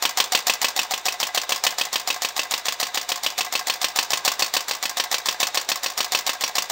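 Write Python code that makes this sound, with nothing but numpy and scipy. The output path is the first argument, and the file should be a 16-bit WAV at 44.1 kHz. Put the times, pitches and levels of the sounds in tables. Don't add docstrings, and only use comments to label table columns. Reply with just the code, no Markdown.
import sys
import numpy as np
from scipy import signal
from scipy.fft import rfft, irfft
from scipy.io import wavfile

SR = 44100
rng = np.random.default_rng(int(sys.argv[2]) if len(sys.argv) > 2 else 0)


def persist_wave(psi):
    counts = np.round(np.clip(psi, -1, 1) * 32767).astype(np.int16)
    wavfile.write(sys.argv[1], SR, np.atleast_2d(counts).T)


N = 295911

# t/s, speed/rpm
FLYWHEEL_SPEED = [(0.0, 401.9), (0.9, 410.7), (2.1, 413.2), (2.7, 413.0), (3.0, 415.1), (3.6, 412.9),
                  (4.5, 415.9), (5.4, 417.9), (6.0, 417.0), (6.7, 413.0)]
# f/Hz, relative level/dB
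FRICTION_SPECTRUM = [(30, -12), (70, -55), (150, -18), (400, -2), (750, 8.5), (1400, 3.5), (2500, 3),
                     (3100, -3.5), (3700, 8), (4300, -2.5), (7000, -5), (10000, -18), (15000, -13)]
# t/s from the knock, level/dB, timing scatter/s, level scatter/dB
PUSH_CONTACTS = [(-.0318, -24.5, 0.00033, 10), (-.0281, 0.5, 0.00027, 0.97), (-.0203, -5, .0012, 3.5),
                 (-.0159, -2.5, 0.0008, 0.5)]


def from_db(db):
    return 10 ** (np.asarray(db) / 20)


def at_hz(points, hz):
    points = np.array(points)
    return np.interp(np.log(np.maximum(hz, 1)), np.log(points[:, 0]), points[:, 1])


def at_time(points, s):
    return np.interp(s, *np.transpose(points))


def fade(t, t60):
    return np.exp(-np.log(1000) * t / t60)


def unit_energy(x):
    return x / np.sqrt(np.sum(x ** 2, axis=-1, keepdims=True))


def add(out, s, sound):
    start = int(round(s * SR))
    if 0 <= start < N:
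        out[start:start + len(sound)] += sound[:N - start]


def play(shape, limit=1.5):
    return limit * np.tanh(rng.standard_normal(shape) / limit)


def colour(x, spectrum, size=4096):
    cepstrum = irfft(np.log(from_db(at_hz(spectrum, np.fft.rfftfreq(size, 1 / SR)))))
    cepstrum[1:size // 2] *= 2
    cepstrum[size // 2 + 1:] = 0
    return signal.fftconvolve(x, irfft(np.exp(rfft(cepstrum))))[:N]


def ring(clicks, hz, t60):
    r, w = fade(1 / SR, t60), 2 * np.pi * hz / SR
    return signal.lfilter([.5, 0, -.5], [1, -2 * r * np.cos(w), r * r], clicks + 1e-18)


def swelling_ring(times, levels_db, hz, swell_s, detune, size=4096):
    t, out = np.arange(size) / SR, np.zeros(N)
    envelope = (t / swell_s * np.exp(1 - t / swell_s)) ** 2
    for s, db, chance in zip(times, levels_db, rng.standard_normal(len(times))):
        add(out, s, from_db(db) * envelope * np.sin(2 * np.pi * hz * (1 + detune * chance) * t))
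    return out


def flywheel(first_knock_s=.0523):
    t = np.arange(N) / SR
    turn = np.cumsum(at_time(FLYWHEEL_SPEED, t)) / (60 * SR)
    turn -= np.interp(first_knock_s, t, turn)
    whole = np.arange(int(turn[-1]) + 2)
    beyond = np.maximum(whole - turn[-1], 0) / (turn[-1] - turn[-2])
    return turn, (np.interp(whole, turn, np.arange(N)) + beyond) / SR


def strengths(turn_s, chuff_scatter_db=1.9, chuff_loss_db_per_rpm=0.56, usual_rpm=414):
    # t/s, level/dB
    effort = [(0.05, 2.9), (0.2, 4.0), (0.64, 3), (0.94, -2.7), (1.67, 1.5), (1.81, -1), (3.26, -2.2),
              (4.28, 2.4), (4.85, -3), (5.0, -0.2), (5.43, 1), (5.86, -2.5), (6.15, 1.3), (6.29, -1.1),
              (6.58, 0.3)]
    # push/dB, knock/dB, drop/dB, chuff/dB
    load_cycle = [(-0.53, 0.1, -0.35, -5.5), (0.64, 0.5, 1.4, -0.5), (-0.45, 0.86, 0, 0.4),
                  (1.77, 0.5, -0.1, -1)]
    effort_shares = [0.67, 0.96, .45, 0.51]
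    cycle_db = np.array(load_cycle)[np.arange(len(turn_s)) % len(load_cycle)]
    push_db, knock_db, drop_db, chuff_db = cycle_db.T + np.outer(effort_shares, at_time(effort, turn_s))
    chuff_db -= chuff_loss_db_per_rpm * (at_time(FLYWHEEL_SPEED, turn_s) - usual_rpm)
    chuff_db += chuff_scatter_db * rng.standard_normal(len(turn_s))
    return push_db, knock_db, drop_db, chuff_db


def rubbing(turn, level_db=-42, swing_db=1, quietest_turn=0.57):
    hiss = colour(rng.standard_normal(N), FRICTION_SPECTRUM)
    stroke = -np.cos(2 * np.pi * 2 * (turn - quietest_turn))
    return hiss / hiss.std() * from_db(level_db + swing_db * stroke)


def hum(hz=70, rms_db=-71):
    return from_db(rms_db) * np.sqrt(2) * np.sin(2 * np.pi * hz * np.arange(N) / SR)


def pawl_slide(turn_s, lead_s=0.015, gain_db=-33, low_hz=1800, size=4096):
    t, out = np.arange(size) / SR, np.zeros(N)
    envelope = (t / lead_s) * (t < lead_s)
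    strike_s = turn_s + PUSH_CONTACTS[1][0]
    for s, grains in zip(strike_s, rng.laplace(0, 1, (len(turn_s), size))):
        add(out, s - lead_s, from_db(gain_db) * envelope * grains)
    highpass = signal.butter(1, low_hz, "high", fs=SR, output="sos")
    return signal.sosfilt(highpass, colour(out, FRICTION_SPECTRUM))


def casting(clicks, place, scatter_db=2.5, contact_hz=5950):
    # f/Hz, t60/s, push/dB, knock/dB, drop/dB
    modes = [(172, 0.2, -80, -52, -74), (237.3, 0.24, -61, -76, -77), (297.5, 0.067, -56, -40, -66),
             (425, 0.093, -48, -46.5, -66.5), (541, 0.15, -45, -45, -74), (622, 0.031, -43, -26, -81),
             (735, 0.11, -45, -60, -37), (847.6, 0.064, -58, -31.5, -41), (955, 0.034, -63, -25.5, -59),
             (1055, 0.07, -59, -32, -42), (1092, 0.029, -56, -25, -47), (1235, 0.059, -33, -66, -47),
             (1619, 0.053, -42, -32.5, -35.5), (1768, 0.02, -64, -22.5, -39),
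             (2007, 0.092, -55, -33.5, -40), (2574, 0.015, -39, -21, -71), (3750, 0.034, -39, -56, -49),
             (5652, 0.031, -24, -21.5, -46), (7120, 0.016, -14, -40, -21), (680, 0.028, -41, -32.5, -70),
             (2530, 0.0074, -34, -14.5, -54)]
    hits, out = np.flatnonzero(clicks), np.zeros(N)
    for hz, t60, db in np.array(modes)[:, [0, 1, 2 + place]]:
        force = np.zeros(N)
        force[hits] = clicks[hits] * from_db(db + scatter_db * play(len(hits)))
        out += ring(force, hz, t60)
    return signal.sosfilt(signal.butter(2, contact_hz, fs=SR, output="sos"), out)


def steel_rings(count, rise_s, t60, size=4096):
    # f/Hz, energy share (0-1)
    repeating = [(200, 0.6), (1000, 0.43), (2500, 0.4), (8000, 0.03)]
    t = np.arange(size) / SR
    share = np.clip(at_hz(repeating, np.fft.rfftfreq(size, 1 / SR)), 0, 1)
    noise = rfft(rng.standard_normal((count + 1, size)))
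    modes = irfft(np.sqrt(share) * noise[0] + np.sqrt(1 - share) * noise[1:])
    return unit_energy(modes * (1 - np.exp(-t / rise_s)) * fade(t, t60))


def blows(contacts, turn_s, turn_db, place, rise_s, t60, rebound_db):
    # f/Hz, push/dB, knock/dB, drop/dB
    steel_spectra = [(40.4, -33.5, -29.5, -18), (149, -12.5, -3, -20), (444, -1.5, 6, -8),
                     (760, 12, 10, 1.5), (1180, 8.5, 6.5, 11), (1340, 1.5, 10.5, 0), (2060, 10, 10, 2.5),
                     (2570, 1, 15, 1.5), (3740, 10.5, 15, 3.5), (4970, 10.5, 14, 8.5), (6750, 6.5, 11, 5),
                     (7980, 3, 7.5, 1), (10950, -4.5, -5.5, -11), (15400, 3, 6, 1.5)]
    clicks, steel = np.zeros(N), np.zeros(N)
    strongest = np.argmax([row[1] for row in contacts])
    for k, (offset_s, level_db, scatter_s, scatter_db) in enumerate(contacts):
        late, hard = play((len(turn_s), 2)).T
        times = turn_s + offset_s + scatter_s * late
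        forces = from_db(turn_db + level_db + scatter_db * hard)
        weight = 1 if k == strongest else from_db(rebound_db)
        for s, force, tick in zip(times, forces, steel_rings(len(turn_s), rise_s, t60)):
            add(clicks, s, [force * weight])
            add(steel, s, force * tick)
    return casting(clicks, place) + colour(steel, np.array(steel_spectra)[:, [0, 1 + place]])


def pawl_push(turn_s, turn_db):
    return blows(PUSH_CONTACTS, turn_s, turn_db, place=0, rise_s=0.00019, t60=0.045, rebound_db=-6.5)


def valve_chuff(turn_s, turn_db, lead_s=.029, level_db=-29):
    return swelling_ring(turn_s - lead_s, turn_db + level_db, hz=738.6, swell_s=0.012, detune=0.0064)


def rod_knock(turn_s, turn_db):
    # t/s from the whole turn, level/dB, timing scatter/s, level scatter/dB
    contacts = [(.0001, -1, 0.000029, 0.59), (.0225, -13, .0015, 3.2)]
    return blows(contacts, turn_s, turn_db, place=1, rise_s=0.00073, t60=0.057, rebound_db=-11)


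def rod_pitch(turn_s, scatter_octaves=0.073):
    # t/s, f/Hz
    drift = [(0, 3150), (3, 3320), (4.1, 3960), (6.7, 4100)]
    return at_time(drift, turn_s) * 2 ** (scatter_octaves * rng.standard_normal(len(turn_s)))


def rod_clank(turn_s, turn_db, centre_hz, width_octaves=.22, chatter_s=0.0018, scatter_db=3.5):
    # f/Hz, t60/s, level/dB
    modes = [(2475, 0.04, -26), (2583, 0.045, -14), (2930, 0.072, -21), (3178, 0.036, -21),
             (3445, 0.037, -20.5), (3720, 0.077, -29.5), (4160, 0.04, -27), (4380, 0.07, -22),
             (4800, 0.06, -27), (5630, 0.097, -13)]
    out = np.zeros(N)
    for hz, t60, db in modes:
        favour = 1 / (1 + (np.log2(hz / centre_hz) / width_octaves) ** 2)
        late, hard, side = play((len(turn_s), 3)).T
        forces = favour * np.sign(side) * from_db(turn_db + db + scatter_db * hard)
        clicks = np.zeros(N)
        for s, force in zip(turn_s + chatter_s * abs(late), forces):
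            add(clicks, s, [force])
        out += ring(clicks, hz, t60)
    return out


def pawl_drop(turn_s, turn_db):
    # t/s from the knock, level/dB, timing scatter/s, level scatter/dB
    contacts = [(.0396, -1, 0.00033, 2), (.0565, -10, .002, 2.5), (.0735, -19, 0.00087, 2.4)]
    return blows(contacts, turn_s, turn_db, place=2, rise_s=0.00042, t60=0.046, rebound_db=-1.5)


def bearing_bump(turn_s, delay_s=0.06, gain_db=0.5, scatter_s=0.00152, scatter_db=4.5, soft_hz=2180):
    clicks = np.zeros(N)
    for s, (late, hard) in zip(turn_s, play((len(turn_s), 2))):
        add(clicks, s + delay_s + scatter_s * late, from_db([gain_db + scatter_db * hard]))
    return signal.sosfilt(signal.butter(2, soft_hz, fs=SR, output="sos"), casting(clicks, place=2))


def spring_ping(turn_s, delay_s=0.072, level_db=-46.0, scatter_db=8):
    levels_db = level_db + scatter_db * play(len(turn_s))
    return swelling_ring(turn_s + delay_s, levels_db, hz=3870, swell_s=0.0037, detune=0.0088)


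def workshop(x, build_s=0.0015, size=20000, bands=10):
    # f/Hz, level/dB
    room_levels = [(100, -13), (800, -10.5), (2500, -8.5), (6000, -13.5), (14000, -37)]
    # f/Hz, t60/s
    decay_times = [(100, 0.97), (900, 0.74), (3000, 0.055), (7000, 0.69), (15000, .2)]
    t, response = np.arange(size) / SR, 0
    edges_hz = np.geomspace(40, 18000, bands + 1)
    build_up = 1 - np.exp(-(t / build_s) ** 2)
    for low, high in zip(edges_hz, edges_hz[1:]):
        hz = np.sqrt(low * high)
        envelope = unit_energy(build_up * fade(t, at_hz(decay_times, hz)))
        band = signal.butter(2, [low, high], "band", fs=SR, output="sos")
        reflections = signal.sosfilt(band, envelope * rng.standard_normal(size))
        response = response + from_db(at_hz(room_levels, hz)) * reflections
    return signal.fftconvolve(x, response)[:N]


def scene():
    turn, turn_s = flywheel()
    push_db, knock_db, drop_db, chuff_db = strengths(turn_s)
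    rod_hz = rod_pitch(turn_s)
    push = pawl_push(turn_s, push_db) + pawl_slide(turn_s)
    knock = rod_knock(turn_s, knock_db) + rod_clank(turn_s, knock_db, rod_hz)
    drop = pawl_drop(turn_s, drop_db)
    engine = push + knock + drop + valve_chuff(turn_s, chuff_db) + bearing_bump(turn_s) + spring_ping(turn_s)
    return (engine + workshop(engine) + rubbing(turn) + hum())[None]


def record(dry, cutoff_hz=15750):
    # f/Hz, gain/dB
    treble_notch = [(10150, 0), (10480, -8), (10800, -23), (11080, -35), (11420, -21), (11900, 0)]
    notched = colour(dry[0], treble_notch)[None]
    return signal.sosfilt(signal.ellip(10, .2, 70, cutoff_hz, fs=SR, output="sos"), notched)


dry = scene()
out = record(dry)
persist_wave(out)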